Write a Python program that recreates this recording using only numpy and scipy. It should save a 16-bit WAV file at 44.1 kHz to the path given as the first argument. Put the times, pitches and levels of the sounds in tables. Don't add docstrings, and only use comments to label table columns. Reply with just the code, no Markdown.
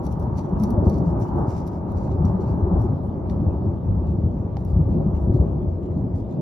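import sys
import numpy as np
from scipy import signal
from scipy.fft import rfft, irfft, next_fast_len
from scipy.io import wavfile
from scipy.ndimage import uniform_filter1d

SR = 44100
rng = np.random.default_rng(int(sys.argv[2]) if len(sys.argv) > 2 else 0)


def unload_audio(sound):
    columns = np.transpose(np.atleast_2d(sound))
    steps = np.round(np.clip(columns, -1, 1) * 32767)
    wavfile.write(sys.argv[1], SR, steps.astype(np.int16))


N = 282681
SIZE = next_fast_len(N + SR // 4)
HZ = np.fft.rfftfreq(SIZE, 1 / SR)


def amp(db):
    return 10 ** (np.asarray(db) / 20)


def evened(x):
    return x / np.sqrt(np.mean(x ** 2) + 1e-20)


def read(points, hz):
    f, value = np.transpose(points)
    return np.interp(np.log(hz + 1), np.log(f + 1), value)


def curves(rows):
    s, *columns = np.transpose(rows)
    return [np.interp(np.arange(N) / SR, s, column) for column in columns]


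def filtered(x, gain):
    return irfft(rfft(x, SIZE) * gain, SIZE)[..., :N]


def coloured(x, gain):
    return evened(filtered(x, gain))


def shocks(per_s, spread_db):
    rarity = np.minimum(rng.exponential(1, (2, N)), 4)
    size = amp(spread_db * rarity) * rng.standard_normal((2, N))
    return size * (rng.random((2, N)) < per_s / SR)


# (f/Hz, level/dB per Hz)
HISS_COLOUR = [(1000, -13), (1800, 4), (2500, -1.5), (4200, -8), (7000, -11.5), (10000, -22.5),
               (11600, -26), (12000, -6), (12400, -20), (13000, -31), (15800, -27.5)]
HISS_DB, HISS_PATCHY_DB = -70, 4
FRINGE_FOLLOW, FRINGE_HZ, FRINGE_MID_DB = .4, 2600, -38.5


def hiss():
    spectrogram = signal.stft(rng.standard_normal((2, N)), nperseg=512)[2]
    patches = rng.standard_normal(spectrogram.shape[1:])
    patches = uniform_filter1d(patches, size=6, axis=0)
    patches = evened(uniform_filter1d(patches, size=10, axis=1))
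    patchy = signal.istft(spectrogram * amp(HISS_PATCHY_DB * patches), nperseg=512)[1][:, :N]
    bed = coloured(patchy, amp(read(HISS_COLOUR, HZ)))
    low = 1 / (1 + (HZ / FRINGE_HZ) ** 4)
    fringe, rest = filtered(bed, low), filtered(bed, 1 - low)
    thunder_top_db = curves(ROLL)[-1]
    return amp(HISS_DB) * (rest + fringe * amp(FRINGE_FOLLOW * (thunder_top_db - FRINGE_MID_DB)))


# (t/s, snap level before colouring/dB, knock peak/dB)
TAPS = [(3.297, -40, -53.5), (3.41, -56.5, -66.5), (4.569, -41.5, -27.5)]
# (f/Hz, level/dB)
PAVING = [(900, -10), (1500, 0), (2200, 0), (3000, -5), (3700, 1), (5500, -1), (9000, -18), (16000, -24)]
# (f/Hz, level/dB, t60/s)
TAP_RINGS = [(1300, -14.5, .03), (1990, -19, 0.02), (3580, -14, 0.012), (4470, -14.5, 0.015),
             (5700, -28.5, 0.07)]


def taps():
    snaps, knocks, t = np.zeros((2, N + SR)), np.zeros((2, N + SR)), np.arange(4000) / SR
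    for s, snap_db, knock_db in TAPS:
        fade = amp(-60 * t / 0.012) + amp(-13 - 60 * t / .07)
        burst = rng.standard_normal((2, len(t))) * fade
        rough = 1 + evened(uniform_filter1d(rng.standard_normal((2, len(t))), size=90))
        rings = sum(amp(db - 60 * t / t60) * np.sin(2 * np.pi * hz * t) for hz, db, t60 in TAP_RINGS)
        knock = amp(knock_db - 60 * t / 0.044) * np.sin(2 * np.pi * 800 * t)
        start = round(s * SR)
        snaps[:, start:][:, :len(t)] += amp(snap_db) * (burst + rough * rings)
        knocks[:, start:][:, :len(t)] += knock
    return filtered(snaps[:, :N], amp(read(PAVING, HZ))) + knocks[:, :N]


# (t of full strength/s, hold/s, rustle level/dB, brightness/dB, f of colour/Hz)
MOVES = [(0.044, 0.018, -64, 8, 5670), (0.119, 0.0037, -65.5, 6, 5610), (0.209, .02, -71, 9, 5620),
         (0.378, 0.013, -56.5, -4, 4790), (0.603, 0.0038, -66, 0, 5810), (0.634, 0.0065, -57, 0, 5650),
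         (0.703, 0.013, -71, 7, 5920), (0.856, .13, -65, -6.5, 4740), (1.06, 0.048, -69.5, 2, 5390),
         (1.215, 0.015, -58, 0.5, 5660), (1.277, 0.015, -70, 1, 4890), (1.351, 0.047, -75, 9.5, 3420),
         (1.481, 0.13, -61.5, -7, 5390), (1.666, 0.015, -64, -9, 5450), (1.728, 0.042, -72, 2, 5710),
         (1.897, 0.024, -69, -3, 4130), (1.967, 0.1, -66, -6, 4620), (2.115, 0.029, -69.5, -13.5, 3970),
         (2.254, 0.042, -68, -1.5, 5640), (2.411, 0.018, -64.5, -6.5, 4610),
         (2.475, 0.046, -67, -3.5, 4770), (2.735, 0.011, -78, -6, 4050), (2.798, 0.051, -69.5, 4.5, 5630),
         (2.894, 0.076, -80.5, -14.5, 2996), (3.034, 0.037, -79, 13, 3020), (3.302, 0.012, -64.5, 0, 4260),
         (3.419, 0.032, -84, -5.5, 3500), (3.597, 0.067, -82, -5, 3180), (3.736, 0.016, -83.5, -3, 3050),
         (3.872, 0.047, -85.5, -3.5, 4500), (4.07, 0.045, -71, -11, 3850), (4.373, 0.017, -79.5, -5, 3740),
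         (4.567, 0.048, -72.5, 1.5, 4016), (4.669, .05, -70.5, 3, 4820), (4.901, 0.046, -70.5, -13, 2950),
         (5.006, 0.077, -77, -15, 2980), (5.154, 0.017, -66.5, -7, 2850), (5.214, 0.035, -77, 12, 3690),
         (5.343, 0.019, -63.5, 0.5, 4230), (5.457, 0.044, -74, -10, 3010), (5.828, 0.031, -71, -13, 3110),
         (6.151, 0.055, -71, 1.5, 4820), (6.298, 0.044, -68.5, -28, 3860)]
RISE_DB_PER_S, FALL_DB_PER_S = 807, 450
STIR_DB, STIR_BRIGHT_DB, STIR_HZ = -84, -9.5, 3070
STIR_WANDER_DB, STIR_FADE_DB_PER_S = 5, 2


def moves():
    s, hold, db, bright_db, hz = np.transpose(MOVES)[:, :, None]
    t = np.arange(0, N + 64, 64) / SR
    before, after = np.maximum(s - t, 0), np.maximum(t - s - hold, 0)
    level = amp(db - RISE_DB_PER_S * before - FALL_DB_PER_S * after)
    wander = evened(uniform_filter1d(rng.standard_normal(len(t)), size=60))
    stir = amp(STIR_DB - STIR_FADE_DB_PER_S * t + STIR_WANDER_DB * wander)
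    dull = level.sum(0) + stir
    bright = (level * amp(bright_db)).sum(0) + stir * amp(STIR_BRIGHT_DB)
    colour_hz = ((level * hz).sum(0) + stir * STIR_HZ) / dull
    return [np.interp(np.arange(N) / SR, t, curve) for curve in (dull, bright, colour_hz)]


# (f/Hz, level/dB per Hz)
DULL = [(1200, -28), (2000, 7), (3300, -2.5), (4600, -2), (6000, -2), (7500, 7), (9500, -32.5),
        (16000, -26.5)]
BRIGHT = [(5000, -23.5), (8000, -6), (10000, 2), (12000, -9), (13000, -1), (15000, -7), (16000, 7)]
# (f/Hz, level/dB, t60/s)
TAGS = [(3880, -11, .07), (4325, -11, .06), (4580, -8, .05), (5655, -2, .06), (5745, -3, .055),
        (6020, -10, .04), (6300, -10, .03), (7140, -14, .04), (10480, -16, .04), (10880, -14, .05),
        (11350, -13, .03), (11810, -17, .045)]
GRIT_PER_S, GRIT_SPREAD_DB, GRIT_SHARE = 900, 2.6, 1.1
JINGLE_SHARE, JINGLE_FADE_DB_PER_S = 0.81, 5


def rustle():
    level, bright, hz = moves()
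    grit = evened(shocks(GRIT_PER_S, GRIT_SPREAD_DB))
    rub = rng.standard_normal((2, N)) + GRIT_SHARE * grit
    turn, r = np.exp(2j * np.pi * np.cumsum(hz) / SR), np.exp(-np.pi * 600 / SR)
    smooth = signal.lfilter([1 - r], [1, -r], rub / turn)
    scrape = evened((turn * smooth).real)
    coat = level * coloured(rub + 0.69 * scrape, amp(read(DULL, HZ)))
    sheen = bright * coloured(rub, amp(read(BRIGHT, HZ)))
    modes = sum(amp(db) / (1 + 1j * (HZ - f) * t60 / 1.1) for f, db, t60 in TAGS) * (HZ > 3000)
    modes /= np.sqrt(np.mean(abs(modes) ** 2))
    jingle = JINGLE_SHARE * amp(-JINGLE_FADE_DB_PER_S * np.arange(N) / SR)
    tags = filtered(level * jingle * evened(rub + 1.4 * grit), modes)
    return coat + tags + sheen


# (t/s, peak level/dB, brightness/dB)
CLINKS = [(0.0537, -43, -4.5), (0.066, -34.5, 1), (0.1246, -40, 0), (0.197, -43, 3), (0.3816, -39, -10),
          (0.387, -53, -3), (0.533, -56, -12), (0.599, -44, 1), (0.626, -46, 20), (0.636, -27.5, 4.5),
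          (0.705, -37, 5), (0.713, -48, 2), (0.897, -38, -1), (0.942, -43, -10), (0.983, -43.5, -6.5),
          (1.2, -47, 4), (1.2444, -66, 6), (1.494, -46, -11), (1.548, -51, -10), (1.580, -43, -19),
          (1.668, -46, 1), (1.6763, -37.5, 2), (1.919, -50, 10), (1.9823, -48.5, -14), (2.119, -50, -19),
          (2.251, -39, -10), (2.4063, -49.5, -1.5), (2.818, -45, 6), (4.649, -43, 5)]


def clinks():
    out, t = np.zeros((2, N + SR)), np.arange(5000) / SR
    hz, mode_db, t60 = np.transpose(TAGS)[:, :, None]
    high = signal.butter(2, 3200, "high", fs=SR, output="sos")
    top = signal.butter(2, [8500, 14500], "band", fs=SR, output="sos")
    for s, db, bright_db in CLINKS:
        strength, phase = rng.random((2, 2, len(TAGS), 1))
        modes = amp(mode_db + 6.5 * strength - 60 * t / t60) * np.sin(2 * np.pi * (hz * t + phase))
        ring = modes.sum(1) * (1 - np.exp(-t / 0.00046))
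        tick, scatter = amp(-60 * t / 0.0093), amp(-27.5 - 60 * t / 0.05)
        burst = rng.standard_normal((2, len(t))) * (tick + scatter)
        sound = signal.sosfilt(high, burst) + amp(-12.5) * ring
        upper = signal.sosfilt(top, sound)
        sound = sound - upper + amp(bright_db) * upper
        out[:, round(s * SR):][:, :len(t)] += amp(db) * sound / abs(sound).max()
    return out[:, :N]


# (f/Hz, level/dB per Hz)
FAR_COLOUR = [(12, -37.5), (20, -32.5), (77, -5), (184, -1), (368, -11.5), (460, -15), (612, -14.5),
              (920, -34.5), (1410, -50), (2600, -62), (3380, -98), (5720, -120)]
FAR_DB = -31.5
# (t/s, then level/dB of the deep roll, the growl, the roar and the scattered top)
ROLL = [(0.0, -30, -29, -36, -39), (0.19, -28, -28.5, -39.5, -40.5), (0.21, -25, -28, -33, -38.5),
        (0.37, -28.5, -29, -38.5, -39.5), (0.5, -37.5, -34, -32, -40.5), (0.54, -21, -26.5, -31, -36.5),
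        (0.585, -28, -21, -33.5, -37), (0.7, -25.5, -19, -29.5, -37), (0.86, -19, -23, -23.5, -36),
        (0.87, -19, -23.5, -23.5, -34.5), (0.91, -30.5, -20, -30, -38.5), (1.23, -23.5, -25, -29.5, -36.5),
        (1.3, -24.5, -29, -37, -36.5), (1.39, -24.5, -20.5, -25.5, -31.5), (1.53, -30, -29.5, -35, -38),
        (1.76, -34, -33.5, -39.5, -41.5), (1.95, -26, -29.5, -34.5, -39), (2.17, -21.5, -29, -33, -41.5),
        (2.25, -23, -16.5, -29.5, -36), (2.33, -27, -21.5, -30.5, -38.5),
        (2.58, -29.5, -24.5, -32.5, -38.5), (2.64, -13.5, -25.5, -30, -39), (2.71, -29, -20.5, -26.5, -37),
        (2.76, -11, -20.5, -26.5, -35.5), (2.99, -31.5, -26.5, -38, -43), (3.21, -27.5, -33, -36, -43.5),
        (3.44, -24.5, -18.5, -35.5, -42.5), (3.47, -14, -29, -29, -42), (3.6, -27.5, -26, -36, -44.5),
        (3.67, -24.5, -21.5, -31, -42.5), (3.81, -32, -34, -42.5, -47), (3.87, -12.5, -23.5, -35.5, -45),
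        (4.03, -18, -28.5, -37, -44), (4.06, -26.5, -25, -35.5, -44), (4.13, -19, -25.5, -36, -47),
        (4.3, -25, -26.5, -34.5, -48), (4.48, -25.5, -31, -39, -45), (4.67, -28.5, -36, -39.5, -48.5),
        (4.76, -12, -25.5, -36, -45), (4.97, -26, -18.5, -31, -46), (5.01, -22, -16.5, -30, -43.5),
        (5.22, -24, -32, -36.5, -44), (5.29, -25, -15, -28.5, -45), (5.42, -13.5, -20, -27, -44.5),
        (5.47, -27.5, -24.5, -30, -43.5), (5.52, -22.5, -24.5, -34.5, -45),
        (5.68, -21.5, -27.5, -35.5, -48), (5.81, -31.5, -39.5, -37.5, -50),
        (5.95, -26.5, -25.5, -35, -48.5), (6.29, -30.5, -36, -40, -50), (6.4, -51, -20.5, -34, -48)]
PARTS_HZ = [65, 185, 460, 1100]
# (f/Hz, level/dB per Hz)
THUNDER = [(12, -43.5), (25, -22.5), (45, -7.5), (60, -1), (100, 3), (135, -5.5), (180, -5), (266, -9.5),
           (361, -14.5), (480, -25.5), (560, -20.5), (920, -25.5), (1250, -38), (1400, -43), (2600, -84),
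           (4000, -110)]
# (f/Hz, level/dB, width/Hz)
BOUNCES = [(33, 3.5, 4.7), (142, -0.5, 1.3), (224, -3, 20), (358, 3, 24), (706, -3.5, 18), (1035, -6, 38),
           (1402, -3.5, 84)]


def roll(boom):
    bounce_db = sum(db * np.exp(-((HZ - hz) / width) ** 2) for hz, db, width in BOUNCES)
    far_gain = amp(read(FAR_COLOUR, HZ) + bounce_db)
    out = amp(FAR_DB) * coloured(rng.standard_normal((2, N)), far_gain)
    thunder_gain = amp(read(THUNDER, HZ) + bounce_db)
    for k, level_db in enumerate(curves(ROLL)):
        share = read(list(zip(PARTS_HZ, np.eye(4)[k])), HZ)
        part = np.sin(np.pi / 2 * share) ** 2
        train = shocks(per_s=12 * PARTS_HZ[k], spread_db=1.65)
        bunched = uniform_filter1d(abs(filtered(boom, part)), size=1500) / .03
        thinned = 1 + bunched * [1.3, 1.1, 0.9, 0.3][k]
        out += amp(level_db) / thinned * coloured(train, part * thunder_gain)
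    return out


# (t/s, level/dB, f/Hz, length/ms)
BOOMS = [(0.171, -17.5, 153, 9.5), (0.284, -18, 110.4, 13), (0.532, -13, 183, 10), (0.606, -14.5, 149, 5.5),
         (0.629, -14, 211.6, 28), (0.719, -15.5, 234, 10), (0.783, -22.5, 592, 14), (0.785, -9, 89.3, 14),
         (0.81, -18, 179, 11), (0.864, -11.5, 249, 4.1), (0.875, -6, 86.8, 12), (0.933, -19, 196.5, 16),
         (0.961, -15.5, 73.7, 12), (1.078, -13.5, 168, 20), (1.115, -17.5, 70.5, 25),
         (1.217, -18.5, 108.5, 27), (1.399, -22.5, 206, 13), (1.428, -17, 122, 11), (1.487, -14.5, 107, 13),
         (2.212, -13.5, 160, 16), (2.253, -11, 88.9, 18), (2.351, -15, 187.7, 26), (2.397, -17, 372, 7.7),
         (2.44, -17, 194.3, 6.9), (2.476, -15, 107.7, 12), (2.633, -11.5, 80.5, 17), (2.671, -19, 373, 11),
         (2.679, -16.5, 88.6, 8.7), (2.726, -13.5, 179.6, 18), (2.772, -12.5, 74.1, 19),
         (2.814, -16.5, 111.3, 50), (2.849, -20, 373, 17), (2.861, -23, 220, 20), (3.089, -14, 92.2, 5.9),
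         (3.385, -17, 175, 12), (3.402, -7.5, 88.8, 3), (3.474, -10, 87.3, 19), (3.568, -17, 82.3, 16),
         (3.679, -15, 95.8, 27), (3.865, -14.5, 84, 8.9), (3.89, -14, 87.4, 8.4), (3.951, -14.5, 84.4, 10),
         (3.983, -15.5, 74.5, 34), (4.111, -17, 168.4, 12), (4.152, -16, 90.7, 9.8),
         (4.193, -15.5, 88.2, 13), (4.244, -10.5, 89.6, 9), (4.268, -14.5, 97.6, 15),
         (4.405, -16, 101.2, 14), (4.457, -17, 93, 13), (4.739, -10, 66.9, 14), (4.771, -7, 83.2, 9.4),
         (4.804, -11.5, 153, 21), (4.869, -12, 90, 9), (4.932, -12.5, 84.6, 4.3), (5.047, -22.5, 149.3, 79),
         (5.072, -15.5, 195, 17), (5.175, -13.5, 70.5, 5.6), (5.281, -7, 87.2, 3.8), (5.299, -25, 368, 22),
         (5.303, -7.5, 83.8, 7.5), (5.35, -7, 125.7, 9), (5.361, -20, 359, 11), (5.407, -8, 73.5, 17),
         (5.431, -17, 171, 14), (5.521, -18.5, 73, 24), (5.595, -19, 78.3, 9.9), (5.677, -15, 77.3, 15)]


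def booms():
    out, t = np.zeros(N + SR), np.arange(-8000, 8000) / SR
    for s, db, hz, ms in BOOMS:
        u = t / (ms / 1000)
        skewed = u * np.where(u < 0, 1.2, .8)
        shape = np.exp(-2 * np.log(2) * skewed ** 2)
        turns = hz * t * (1 - 0.04 * np.tanh(u))
        push_pull = shape * np.sin(-2 * np.pi * turns)
        front_shape = np.exp(-((t + .003) / .007) ** 2)
        front = min(.55, 50 / hz) ** 2 / .55 * front_shape * np.sin(2 * np.pi * 2.1 * turns)
        out[round(s * SR):][:16000] += amp(db) * (push_pull + front)
    return np.array([out[8000:][:N], np.zeros(N)])


# (f/Hz, level/dB)
LIKENESS = [(30, .94), (60, .965), (130, .96), (290, .82), (640, .42), (1400, .35), (2500, .4), (4500, .5),
            (6000, .45), (7000, .92), (15000, .88)]
PHASE_SHIFT = [(300, 0), (700, .7), (1400, 1.3), (3000, -.4), (6000, .3), (7000, 3.1), (8900, 3.2),
               (10400, 6.2), (12600, 6.5), (13600, 9.3), (15500, 9.6)]
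TILT = [(30, 3), (60, 2), (200, 1), (400, .3), (1300, .3), (4400, -1.3), (8000, -.2), (15000, 0)]


def stereo_image(draws):
    first, second = rfft(draws, SIZE)
    same, half_tilt = np.clip(read(LIKENESS, HZ), 0, 1), amp(read(TILT, HZ) / 2)
    shifted = np.exp(-1j * read(PHASE_SHIFT, HZ)) * first
    right = same * shifted + np.sqrt(1 - same ** 2) * second
    return irfft(np.array([first * half_tilt, right / half_tilt]), SIZE)[:, :N]


def scene():
    boom = booms()
    dog = taps() + rustle() + clinks()
    thunder = roll(boom[0]) + boom
    return stereo_image(hiss() + dog + thunder)


EDGE_HZ = 15830


def record(dry):
    thin = signal.sosfilt(signal.butter(2, 38, "high", fs=SR, output="sos"), dry)
    band_limit = signal.firwin(511, EDGE_HZ, window=("kaiser", 9), fs=SR)
    return signal.oaconvolve(thin, band_limit[None], "same")


dry = scene()
out = record(dry)
unload_audio(out)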